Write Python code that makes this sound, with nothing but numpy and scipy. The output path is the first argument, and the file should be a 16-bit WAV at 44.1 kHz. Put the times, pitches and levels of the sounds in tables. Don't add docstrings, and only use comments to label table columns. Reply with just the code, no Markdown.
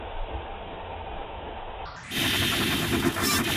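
import sys
import numpy as np
from scipy import signal
from scipy.fft import rfft, irfft
from scipy.io import wavfile
from scipy.ndimage import uniform_filter1d, map_coordinates

SR = 44100
rng = np.random.default_rng(int(sys.argv[2]) if len(sys.argv) > 2 else 0)


def to_wav(s):
    ch = np.atleast_2d(s).T
    pcm = np.round(np.clip(ch, -1, 1) * 32767)
    wavfile.write(sys.argv[1], SR, pcm.astype(np.int16))


N = 156996
SECONDS = np.arange(N) / SR
LEAD_S = .3

# t/s, share of real speed
SPEED_STEPS = [(0, .25), (1.855, .375), (1.962, .5), (2.034, .645), (2.085, .735), (2.111, 1)]


def amp(db):
    return 10 ** (np.asarray(db) / 20)


def evened(x):
    return x / np.sqrt(np.mean(x ** 2) + 1e-20)


def smoothed(x, size):
    return uniform_filter1d(uniform_filter1d(x, size=size, axis=0), size=size, axis=0)


def playhead():
    t, share = np.transpose(SPEED_STEPS)
    step = np.searchsorted(t, SECONDS, "right") - 1
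    return LEAD_S + np.cumsum(share[step]) / SR


def since(heard_s):
    before_start = np.minimum(heard_s, 0) * SPEED_STEPS[0][1]
    return SECONDS - (np.interp(heard_s, SECONDS, playhead()) + before_start)


def curve(rows, column=1):
    rows = np.array(rows)
    machine_s = np.interp(rows[:, 0], SECONDS, playhead())
    return np.interp(SECONDS, machine_s, rows[:, column])


def resonate(x, hz, width):
    turn = np.exp(2j * np.pi * hz * np.arange(len(x)) / SR)
    r = np.exp(-np.pi * abs(width) / SR)
    return 2 * (turn * signal.lfilter([1 - r], [1, -r], x / turn)).real


def ringing(x, hz, width):
    return evened(resonate(resonate(x, hz, width), hz, width))


def noise(colour, peaks, patchy_db, flicker_db):
    frames, hz = N // 256 + 5, np.fft.rfftfreq(1024, 1 / SR)
    real, imaginary, patches = rng.standard_normal((frames, 513, 3)).T
    patches = uniform_filter1d(patches, size=8, axis=0)
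    patches = evened(uniform_filter1d(patches, size=10, axis=1))
    f, db = np.transpose(colour)
    colour_db = np.interp(np.log(hz + 1), np.log(f), db, -90, -90)[:, None]
    spectra = (real + 1j * imaginary) * amp(colour_db + patchy_db * patches)
    x = evened(signal.istft(spectra, nperseg=1024, noverlap=768)[1][:N])
    white = rng.standard_normal(N)
    for peak_hz, width, db in peaks:
        x = x + amp(db) * ringing(white, peak_hz, width)
    flicker = evened(smoothed(rng.standard_normal(N), 300))
    return evened(x * amp(flicker_db * flicker))


def two_bands(x, order, split_hz, levels):
    low = signal.sosfiltfilt(signal.butter(order, split_hz, fs=SR, output="sos"), x)
    return evened(low) * amp(curve(levels)) + evened(x - low) * amp(curve(levels, column=2))


def gate(start, rise, hold, fall):
    t = since(start)
    return np.clip(t / rise, 0, 1) * np.exp(-np.maximum(t - rise - hold, 0) / fall)


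def hum():
    # f/Hz, level/dB per Hz
    hum_colour = [(380, -30), (450, -3.5), (560, -3.5), (700, -0.5), (1000, -1.5), (1400, -3), (1900, -6.5),
                  (2600, -15.5), (4000, -29), (16000, -34.5)]
    return amp(-41) * noise(hum_colour, [], patchy_db=3.0, flicker_db=1.5)


def rumble():
    # f/Hz, level/dB per Hz
    rumble_colour = [(15, -52), (28, -33), (81, -3), (122, 1.5), (170, -3.5), (260, 2), (342, -7.5),
                     (405, -1.5), (450, -12), (511, -29.5), (560, -26), (730, -42.5), (1230, -120)]
    # f/Hz, width/Hz, level/dB
    rumble_peaks = [(96, 30, -7), (215, 28, -7), (268, 28, -4), (340, 26, -4)]
    # t/s, deep level/dB, upper level/dB
    rumble_levels = [(0, -45, -31), (.2, -26, -41), (.36, -37.5, -25.5), (.55, -36.5, -34),
                     (.8, -35.5, -39), (1.0, -38, -28.5), (1.2, -26.5, -35), (1.45, -33.5, -33),
                     (1.62, -31.5, -36.5), (2.05, -40, -34), (2.2, -36, -33.5), (2.26, -38, -34),
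                     (2.37, -35.5, -35), (2.43, -30, -30.5), (2.52, -37, -37.5), (2.62, -34, -27),
                     (2.67, -41, -30), (2.74, -37, -31.5), (2.82, -35, -31.5), (2.898, -30, -34),
                     (2.945, -41, -24.5), (3.02, -34, -34), (3.074, -35, -23.5), (3.144, -44, -40),
                     (3.224, -31, -27), (3.32, -46, -34.5), (3.385, -31.5, -32), (3.43, -39.5, -32),
                     (3.56, -40, -32.5)]
    shake = noise(rumble_colour, rumble_peaks, patchy_db=2.2, flicker_db=.6)
    return two_bands(shake, 3, 160, rumble_levels)


def roar():
    # f/Hz, level/dB per Hz
    roar_colour = [(1000, -24), (1500, -10), (1750, -8), (2300, -7), (3100, -4.5), (3750, -7),
                   (4300, -13.5), (5200, -16), (6500, -16.5), (8300, -21), (9500, -17), (11000, -15.5),
                   (12500, -17.5), (14000, -20), (15300, -27.5), (16000, -23)]
    # f/Hz, width/Hz, level/dB
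    roar_peaks = [(1770, 90, -13), (1985, 70, -15), (2670, 170, -12), (3150, 130, -7), (3600, 220, -8)]
    # t/s, body level/dB, treble level/dB
    roar_levels = [(0, -29, -36.5), (1.0, -28, -36.5), (1.5, -28, -36), (1.9, -28.5, -36.5),
                   (2.2, -27.5, -36), (2.45, -28, -36.5), (2.7, -30, -38), (2.9, -34.5, -39.5),
                   (3.0, -35.5, -41), (3.1, -40.5, -46.5), (3.2, -42.5, -42), (3.3, -39.5, -37),
                   (3.4, -41, -38.5), (3.43, -46, -48), (3.445, -33, -43.5), (3.5, -32.5, -37),
                   (3.56, -29.5, -37)]
    air = noise(roar_colour, roar_peaks, patchy_db=1.5, flicker_db=.6)
    return two_bands(air, 4, 4380, roar_levels)


def pump():
    # t/s, level/dB, length/s (machine time, after the rise)
    strokes = [(-.1, -31.5, 0.032), (0.267, -35.5, 0.04), (0.65, -34, 0.025), (1.029, -38.5, 0.029),
               (1.377, -34.5, 0.041), (2.146, -42.5, 0.079), (2.242, -34, 0.035), (2.336, -31, 0.028),
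               (2.425, -31.5, 0.03), (2.522, -32, 0.03), (2.607, -32, 0.038), (2.71, -30, 0.036),
               (2.821, -31, 0.04), (2.93, -28, 0.034), (3.028, -31.5, 0.045), (3.075, -35.5, 0.036),
               (3.166, -31, 0.055), (3.225, -31.5, 0.04), (3.314, -34, .04), (3.39, -30, 0.034),
               (3.476, -32, 0.035)]
    # f/Hz, level/dB per Hz
    stroke_colour = [(450, -13), (600, 1), (900, 4), (1500, 4.5), (2500, -2), (4000, -22.5), (8000, -22.5)]
    # f/Hz, width/Hz, level/dB
    pipe_peaks = [(680, 50, -8), (1036, 50, -11), (1345, 70, -8), (1775, 110, -8), (2415, 100, -9)]
    rise_s, tail_s = .008, .008
    shape = np.zeros(N)
    for t, db, length in strokes:
        shape += amp(db) * gate(t - rise_s, rise_s, length - tail_s, tail_s)
    return shape * noise(stroke_colour, pipe_peaks, patchy_db=1.5, flicker_db=1.0)


def squeaks(count=32):
    first_s, last_s = 3.215, 3.39
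    low_hz, high_hz = 1000, 6000
    out = np.zeros(N)
    for when, pitch, glide, size in rng.random((count, 4)):
        t = since(first_s + when * (last_s - first_s))
        hz = low_hz * (high_hz / low_hz) ** pitch
        length_s = .03 * (.5 + size)
        progress = np.clip(t / length_s, 0, 1)
        bend = 1 + .04 * (glide - .5) * progress
        out += 2 * np.sin(np.pi * progress) * np.sin(2 * np.pi * hz * t * bend)
    return amp(-43.5) * out


def whistles():
    # f/Hz, start t/s, length/s, level/dB
    whistle_lines = [(1180, 3.285, .085, -36), (2375, 3.29, .045, -36), (1770, 3.235, .05, -41),
                     (1770, 3.345, .05, -37), (2010, 3.365, .03, -38), (1580, 3.33, .08, -42),
                     (2700, 3.34, .04, -39), (3525, 3.225, .04, -41), (3445, 3.33, .045, -38),
                     (3620, 3.335, .06, -42), (4000, 3.29, .04, -43), (2480, 3.43, .055, -42),
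                     (5320, 3.24, .065, -36), (5325, 3.305, .07, -41), (7101, 3.27, .07, -43),
                     (9711, 3.24, .06, -46)]
    width_hz, flutter_db = 70, 2.5
    pure = .75
    out = np.zeros(N)
    for hz, start, length, db in whistle_lines:
        t = since(start)
        fuzz = ringing(rng.standard_normal(N), hz, width_hz)
        tone = np.sqrt(2) * np.sin(2 * np.pi * (hz * t + rng.random()))
        arch = np.sqrt(2 * np.sin(np.pi * np.clip(t / length, 0, 1)).clip(0))
        flutter = evened(smoothed(rng.standard_normal(N), 250))
        line = np.sqrt(pure) * tone + np.sqrt(1 - pure) * fuzz
        out += amp(db + flutter_db * flutter) * arch * line
    return out


def head():
    # start t/s, rise/s, hold/s, fall/s, level/dB
    air_bursts = [(2.79, .002, .006, .006, -43), (2.996, .002, .008, .007, -40),
                  (3.1218, .0015, .003, .005, -41), (3.1418, .0015, .006, .006, -40),
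                  (3.199, .0015, .006, .01, -41), (3.4386, .0015, .008, .008, -41),
                  (3.5094, .0015, .004, .005, -38), (3.048, .012, .022, .008, -37),
                  (3.212, .035, .13, .018, -30)]
    # f/Hz, level/dB per Hz
    burst_colour = [(700, -23), (1100, -10.5), (1600, -9), (2400, -13.5), (3500, -12), (5200, -4),
                    (8000, -7), (12000, -9), (16000, -11)]
    hiss = noise(burst_colour, [], patchy_db=1.2, flicker_db=.8)
    shape = sum(amp(db) * gate(*times) for *times, db in air_bursts)
    return shape * hiss + whistles()


def scene():
    return np.tile(hum() + rumble() + roar() + pump() + squeaks() + head(), (2, 1))


def record(dry):
    # t/s, level/dB
    volume = [(0, -10), (1.601, -11.5), (1.84, -10.5), (1.92, -14.5), (2.09, -15.5), (2.13, -7), (2.18, 0),
              (3.56, 0.5)]
    mic_edge_hz, final_edge_hz = 15560, 15380
    captured = rfft(dry[0]) * (np.fft.rfftfreq(N, 1 / SR) < mic_edge_hz)
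    fine = 4 * irfft(captured, 4 * N)
    played = map_coordinates(fine, [4 * SR * playhead()], order=5)
    t, db = np.transpose(volume)
    played = played * amp(np.interp(SECONDS, t, db))
    low_pass = signal.firwin(1023, final_edge_hz, window=("kaiser", 10), fs=SR)
    return np.tile(signal.oaconvolve(played, low_pass, "same"), (2, 1))


dry = scene()
out = record(dry)
to_wav(out)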